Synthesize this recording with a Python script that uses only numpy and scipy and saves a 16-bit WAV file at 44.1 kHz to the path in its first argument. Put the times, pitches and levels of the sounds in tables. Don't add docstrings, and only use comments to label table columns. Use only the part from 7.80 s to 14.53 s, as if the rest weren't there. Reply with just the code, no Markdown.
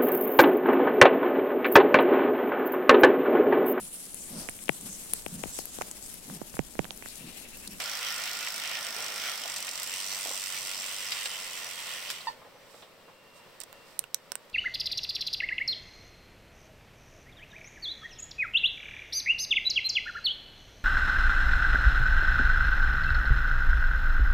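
import sys
import numpy as np
from scipy import signal
from scipy.fft import rfft, irfft, next_fast_len
from scipy.io import wavfile
from scipy.ndimage import uniform_filter1d

SR = 44100
rng = np.random.default_rng(int(sys.argv[2]) if len(sys.argv) > 2 else 0)


def master(y):
    cut = np.clip(np.atleast_2d(y).T, -1, 1)
    pcm = np.round(cut * 32767)
    wavfile.write(sys.argv[1], SR, pcm.astype(np.int16))


N = 296793
TIME = np.arange(N) / SR
STALL_S = 4.304
# f/Hz, level/dB
GRIT_SPECTRUM = [(500, -23), (950, -8.5), (1400, -4.5), (1620, -3.5), (1850, 0), (2300, 0.5), (2700, 1),
                 (3100, 3), (4000, -2.5), (5500, -4), (8000, -9), (15000, -13.5)]


def locomotive():
    # f/Hz, width/Hz, gain/dB
    shell = [(1409, 63, 5.5), (2020, 80, 2.5), (3020, 150, 0), (5986, 93, 5), (7300, 140, -1.5)]
    run_down_db_per_s, stand_s, stop_fade_s = 34, 4.48, .087
    running = from_db(-run_down_db_per_s * since(STALL_S))
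    running *= np.clip(1 - since(stand_s) / stop_fade_s, 0, 1)
    knocks = drive_knocks()
    works = knocking_metal(knocks) * pan(2.7) + gear_whir(knocks) * pan(2.2) + wheel_rumble() * pan(.55)
    return running * loose_rods(track_ring(peaks(works, shell)))


def drive_knocks(slack_s=2.06):
    # t/s, speed/(turns per s)
    shaft = [(0.0, 52.78), (0.86, 52.48), (1.24, 50.75), (1.31, 52.2), (1.71, 48.52), (1.78, 46.2),
             (2.14, 46.52), (2.19, 48.45), (2.98, 46.92), (3.13, 49.41), (3.43, 48.1), (3.77, 44.51)]
    speed = in_time(shaft)
    turns = np.cumsum(speed) / SR - .055
    full = knock_train(turns, speed, decay_s=.0026, uneven_db=.9, jitter=.006)
    half = knock_train(turns - .51, speed, decay_s=.003, uneven_db=1.2, jitter=.01)
    knocks = np.where(TIME < slack_s, full, from_db(-3) * full + from_db(-1) * half)
    return uniform_filter1d(knocks, size=32)


def knock_train(turns, speed, decay_s, uneven_db, jitter):
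    turns = turns + jitter * drift(37)
    strength = from_db(uneven_db * rng.standard_normal(400))
    age_s = (turns % 1) / speed
    return strength[np.floor(turns).astype(int) + 2] * np.exp(-age_s / decay_s)


def knocking_metal(knocks, sizzle_s=2.3, settle_s=.78, dies_db_per_s=19):
    # t/s, relative level/dB
    force = [(0.0, -41), (0.81, -40), (0.93, -42), (2.04, -41.5), (2.17, -39.5), (2.45, -39), (3.41, -43),
             (3.68, -45), (4.13, -46), (4.3, -51)]
    # f/Hz, level/dB
    spectrum = [(1000, -26.5), (2500, -8.5), (4200, -1), (5300, 3), (6100, 3), (7500, 1), (9200, -1.5),
                (11000, -6.5), (13500, -7.5), (16000, -9.5)]
    chatter = np.hypot(knocks, .2)
    chatter /= np.sqrt(uniform_filter1d(chatter ** 2, SR // 8))
    metal = stereo_colour(grains(per_s=36000, spread_db=.1) * chatter, spectrum)
    sizzle_db = 1.5 * (TIME > sizzle_s) * np.exp(-since(sizzle_s) / settle_s)
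    metal = peaks(metal, [(13300, 2300, sizzle_db)])
    return from_db(in_time(force) + 3 - dies_db_per_s * since(STALL_S)) * metal


def gear_whir(knocks):
    # t/s, relative level/dB
    load = [(0.0, -40.5), (0.38, -39.5), (1.1, -44), (1.46, -41.5), (1.68, -45.5), (3.45, -42.5),
            (3.6, -44.5), (4.17, -45), (4.3, -45.5)]
    teeth = stereo_colour(grains(per_s=12000, spread_db=1.4) * (1 + .12 * knocks), GRIT_SPECTRUM)
    return from_db(in_time(load) + 3 + 1.18 * drift(25.03)) * teeth


def wheel_rumble(near_db=-49.5, far_db=-55):
    # f/Hz, level/dB
    spectrum = [(30, -50), (70, -28), (120, -14.5), (160, -12), (220, -7), (340, -17.5), (480, -13),
                (650, 1.5), (830, -2.5), (1100, -4), (1600, -10), (3000, -18.5)]
    rolling = stereo_colour(grains(per_s=3000, spread_db=0), spectrum)
    return from_db(near_db + (far_db - near_db) * far_share() + 1.7 * drift(24.02)) * rolling


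def track_ring(sound):
    # f/Hz, width/Hz, gain/dB
    near_modes = [(1200, 40, 3.5), (1420, 280, 5), (2250, 230, 2), (5390, 320, 4)]
    far_modes = [(1060, 210, 4), (1640, 210, -0.5), (2030, 50, 3.5), (2700, 420, 3), (7530, 370, 4.5),
                 (8950, 1050, 4)]
    far = far_share()
    return (1 - far) * peaks(sound, near_modes) + far * peaks(sound, far_modes)


def far_share(middle_s=1.73, crossing_s=.4):
    return np.clip(.5 + (TIME - middle_s) / crossing_s, 0, 1)


def loose_rods(sound, flutter_db=3.3):
    notes = [1830, 2273, 2630, 3024, 3300, 4400, 5150, 5870, 7460, 8720]
    return peaks(sound, [(hz, hz / 28, flutter_db * drift(21.985) - .8) for hz in notes])


def flange_scrapes(edge_s=.025):
    # t/s, length/s, level/dB, f/Hz, width/Hz
    contacts = [(.3, 0.23, -44.5, 2210, 900), (0.801, .21, -38, 2350, 1700),
                (1.153, 0.197, -43.5, 1900, 2200), (3.333, .14, -45, 3600, 900)]
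    grit, out = stereo_colour(grains(per_s=6000, spread_db=2), GRIT_SPECTRUM), 0
    for s, length, db, hz, width in contacts:
        contact = np.clip(np.minimum(TIME - s, s + length - TIME) / edge_s, 0, 1)
        out = out + from_db(db) * contact * rms_one(resonate(grit, hz, width))
    return out * pan(2.1)


def track_noises():
    # t/s, level/dB, f/Hz, width/Hz, decay/s
    jolts = [(.673, -24.5, 2000, 3000, 0.0017), (1.762, -29, 6150, 4030, .014),
             (1.880, -30, 2490, 1200, 0.0046), (2.031, -24, 7900, 8600, .003),
             (3.320, -23.5, 3440, 3000, 0.006), (3.457, -23.5, 2560, 4440, 0.0036),
             (4.292, -35, 4170, 3500, .005), (4.302, -22.5, 3600, 6000, 0.0025),
             (4.309, -31.5, 5440, 7000, 0.011), (4.408, -42.5, 4100, 900, 0.0088),
             (5.022, -51, 3360, 1190, 0.018)]
    thuds_and_hum = [(1.16, -54, 448, 110, 0.38), (1.19, -42, 700, 400, 0.0086),
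                     (1.65, -41.5, 650, 400, 0.022), (2.458, -35, 630, 397, 0.0038),
                     (2.481, -39, 620, 400, 0.0057), (2.508, -33, 645, 350, 0.0028),
                     (4.617, -49, 800, 600, .01), (4.645, -50.5, 590, 600, 0.026),
                     (4.756, -54, 600, 494, 0.014), (4.943, -45.5, 699, 605, 0.0055),
                     (5.024, -49.5, 600, 450, .015), (5.28, -51.5, 696, 700, 0.029)]
    return ring_down(jolts, apart=.58) * pan(2.2) + ring_down(thuds_and_hum, apart=.092) * pan(1.2)


def ring_down(rows, apart):
    out, t = np.zeros((2, N)), TIME[:SR // 2]
    for s, db, hz, width, decay in rows:
        mid, side = rng.standard_normal((2, len(t)))
        fade = np.exp(-t / decay)
        noise = (mid + apart * side * [[1], [-1]]) * fade
        ring = resonate(resonate(noise, hz, width), hz, 2 * width)
        add(out, s, from_db(db) * rms_one(ring) * np.sqrt(np.mean(fade ** 2)))
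    return out


def wheel_squeak(start_s=4.47, hold_s=.017, pitch_hz=897, mode_hz=990):
    # multiple of the pitch, relative level/dB
    partials = [(2, -7.5), (3, -17), (4, -15), (5, -6), (6, -24)]
    attack_s, release_s, ring_s = .00058, .002, .024
    t, after = since(start_s), since(start_s + hold_s)
    release = np.maximum(np.exp(-after / release_s), from_db(-14) * np.exp(-after / ring_s))
    level = from_db(-30) * -np.expm1(-t / attack_s) * release
    lag = np.array([[.5], [0]])
    rough_hz = pitch_hz * (1 + .012 * drift(600))
    phase = 2 * np.pi * np.cumsum((t > 0) * rough_hz) / SR - lag
    wheel_mode = -from_db(-2) * np.cos(2 * np.pi * mode_hz * t - lag)
    overtones = sum(from_db(db) * np.sin(k * phase) for k, db in partials)
    sharpness = from_db(-2.5 + 230 * np.minimum(t, .04))
    return level * pan(3.1) * (np.sin(phase) + wheel_mode + sharpness * overtones)


def plastic_clicks(crack_s=.00096, attack_s=.00021):
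    # t/s, level/dB, ring f/Hz, its t60/s, second f/Hz, its level/dB, body/dB, right lead/dB
    snaps = [(5.803, -26.5, 8500, 0.0044, 7400, -9, -27, 15), (5.814, -29, 5430, 0.0031, 9000, -6, -29, 8),
             (5.836, -33, 8400, 0.0059, 3500, -5, -16, 18),
             (5.928, -38.5, 7000, 0.0032, 4000, -8, -1.5, 20),
             (6.192, -13, 8670, 0.0049, 11200, -3.5, -28, 15),
             (6.240, -37, 2750, 0.013, 1470, -5, -3.5, 15.5),
             (6.3446, -11.5, 6000, 0.0048, 4050, -10, -21.5, 12),
             (6.519, -23, 5680, 0.0062, 8750, 2, -4.5, 16),
             (6.5546, -21, 8340, 0.0065, 2900, -15, -7.5, 13)]
    # f/Hz, level/dB, t60/s
    case = [(567, -9.5, 0.011), (990, -11, 0.018), (1520, -8.5, 0.018), (2070, -11, 0.0035),
            (2880, -11, 0.0066), (3950, -15, 0.0046), (6050, -9, 0.0058), (6900, -33, 0.053),
            (7840, 2, 0.0029), (10200, 3.5, 0.0015), (11200, -3, 0.00099), (14100, -13, 0.0017)]
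    # f/Hz, width/Hz, gain/dB
    shade = [(3800, 3500, 1.5), (13500, 5000, -2)]
    out, t = np.zeros((2, N)), TIME[:SR // 12]
    loudest_db = max(row[1] for row in snaps)
    for s, db, ring_hz, ring_t60, second_hz, second_db, body_db, lead_db in snaps:
        treble_db = .1 * (db - loudest_db)
        notes = np.sin(2 * np.pi * ring_hz * t) + from_db(second_db) * np.cos(2 * np.pi * second_hz * t)
        crack = np.diff(rng.standard_normal((2, len(t) + 1))) * np.exp(-t / crack_s)
        snap = notes * from_db(-60 * t / ring_t60) + from_db(treble_db - 5) * crack
        for k, (hz, mode_db, t60) in enumerate(case):
            uneven_db = 1.5 * rng.standard_normal((2, 1))
            tilt_db = np.interp(hz, [1800, 3830, 8500, 11500], [body_db, 0, 0, treble_db])
            fade = from_db(mode_db + tilt_db + uneven_db - 60 * t / t60)
            snap += (-1) ** k * np.sin(2 * np.pi * hz * t) * fade
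        add(out, s, from_db(db) * pan(lead_db) * snap * -np.expm1(-t / attack_s))
    return np.array([peaks(out[0], shade), out[1]])


def plastic_brushes():
    # t/s, level/dB, half length/s
    strokes = [(4.955, -60.5, 0.096), (5.57, -60.5, 0.032), (5.815, -44.5, 0.0087), (5.838, -48, .004),
               (6.11, -62, 0.064), (6.7, -58.5, .004)]
    spectrum = [(1500, -13), (4000, -5.5), (8000, -4.5), (16000, -16)]  # f/Hz, level/dB
    return swells(strokes) * pan(13.4) * stereo_colour(grains(per_s=9000, spread_db=1), spectrum)


def standing_whines():
    # t/s, f/Hz, level/dB, half length/s
    whines = [(4.8, 5950, -69, .09), (5.5, 2767, -61.5, 0.23), (5.99, 2760, -63, 0.13)]
    waver, flicker = 1 + .004 * drift(60), from_db(2.2 * drift(18))
    return flicker * sum(np.sin(2 * np.pi * np.cumsum(hz * waver) / SR) * swells([(s, db, length)])
                         for s, hz, db, length in whines)


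def room_echo(x, t60, wall_hz):
    t = TIME[:SR // 2]
    tail = rng.standard_normal((2, len(t))) * from_db(-60 * t / t60) * (t > .003)
    tail = signal.lfilter(*signal.butter(1, wall_hz, fs=SR), tail)
    tail /= np.sqrt(np.sum(tail ** 2) / 2)
    return signal.fftconvolve(x.mean(0)[None], tail, axes=1)[:, :N]


def room_tone():
    # f/Hz, level/dB
    spectrum = [(25, -6), (45, -25.5), (80, -11.5), (110, -7), (230, -7), (330, -9), (430, -5), (540, 0.5),
                (740, -9.5), (960, -6), (1500, -10), (3000, -12.5), (5300, -17.5), (15000, -25)]
    # t/s, relative level/dB
    levels = [(4.6, -54), (5.38, -56.5), (5.97, -53), (6.31, -57), (6.73, -55.5)]
    gain = from_db(in_time(levels) + .5 + .48 * drift(17))
    return gain * stereo_colour(rng.standard_normal((2, N)), spectrum)


def from_db(db):
    return 10 ** (np.asarray(db) / 20)


def rms_one(x):
    return x / np.sqrt(np.mean(x ** 2) + 1e-20)


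def since(s):
    return np.maximum(TIME - s, 0)


def in_time(rows):
    return np.interp(TIME, *np.transpose(rows))


def at_hz(points, hz):
    f, value = np.transpose(points)
    return np.interp(np.log(hz + 1), np.log(f), value)


def pan(db):
    return from_db(np.array([[-db], [db]]) / 2)


def drift(rate):
    knots = rng.standard_normal(int(N / SR * rate) + 2)
    return rms_one(np.interp(TIME * rate, np.arange(len(knots)), knots))


def swells(rows):
    return sum(from_db(db) * np.exp(-((TIME - s) / length) ** 2) for s, db, length in rows)


def grains(per_s, spread_db):
    sizes = from_db(spread_db * np.minimum(rng.exponential(1, N), 4))
    return rms_one(rng.standard_normal((2, N)) * sizes * (rng.random(N) < per_s / SR))


def stereo_colour(excitation, spectrum):
    # f/Hz, correlation
    likeness = [(100, .55), (300, 0.61), (700, 0.81), (1400, 0.74), (2800, 0.34), (5600, 0.32),
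                (9000, 0.15), (15000, 0.033)]
    size = next_fast_len(N + 4096)
    hz = np.arange(size // 2 + 1) * SR / size
    alike = at_hz(likeness, hz)
    mid, side = rfft(excitation, size) * from_db(at_hz(spectrum, hz))
    left_right = np.sqrt(1 + alike) * mid + np.sqrt(1 - alike) * side * [[1], [-1]]
    return rms_one(irfft(left_right, size)[:, :N])


def resonate(x, hz, width_hz):
    return signal.lfilter(*signal.iirpeak(hz, hz / min(width_hz, SR / 3), fs=SR), x + 1e-18)


def peaks(x, modes):
    for hz, width, db in modes:
        x = x + (from_db(db) - 1) * resonate(x, hz, width)
    return x


def add(out, s, sound):
    start = round(s * SR)
    out[:, start:start + sound.shape[1]] += sound[:, :N - start]


def scene():
    track = track_noises()
    hand = plastic_clicks() + plastic_brushes()
    squeak = wheel_squeak()
    echoes = from_db(-7.5) * room_echo(squeak + track, t60=.058, wall_hz=5960)
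    echoes += from_db(-19.5) * room_echo(hand, t60=.1, wall_hz=7000)
    railway = locomotive() + flange_scrapes() + track + squeak
    return railway + hand + echoes + room_tone() + standing_whines()


def record(dry):
    # f/Hz, width/Hz, gain/dB
    ports = [(1598, 144, -3.5), (1850, 120, 2.5), (6530, 990, -8.5), (10400, 1950, -9.5)]
    cutoff_hz = 15750
    return signal.sosfilt(signal.ellip(10, .1, 80, cutoff_hz, fs=SR, output="sos"), peaks(dry, ports))


dry = scene()
out = record(dry)
master(out)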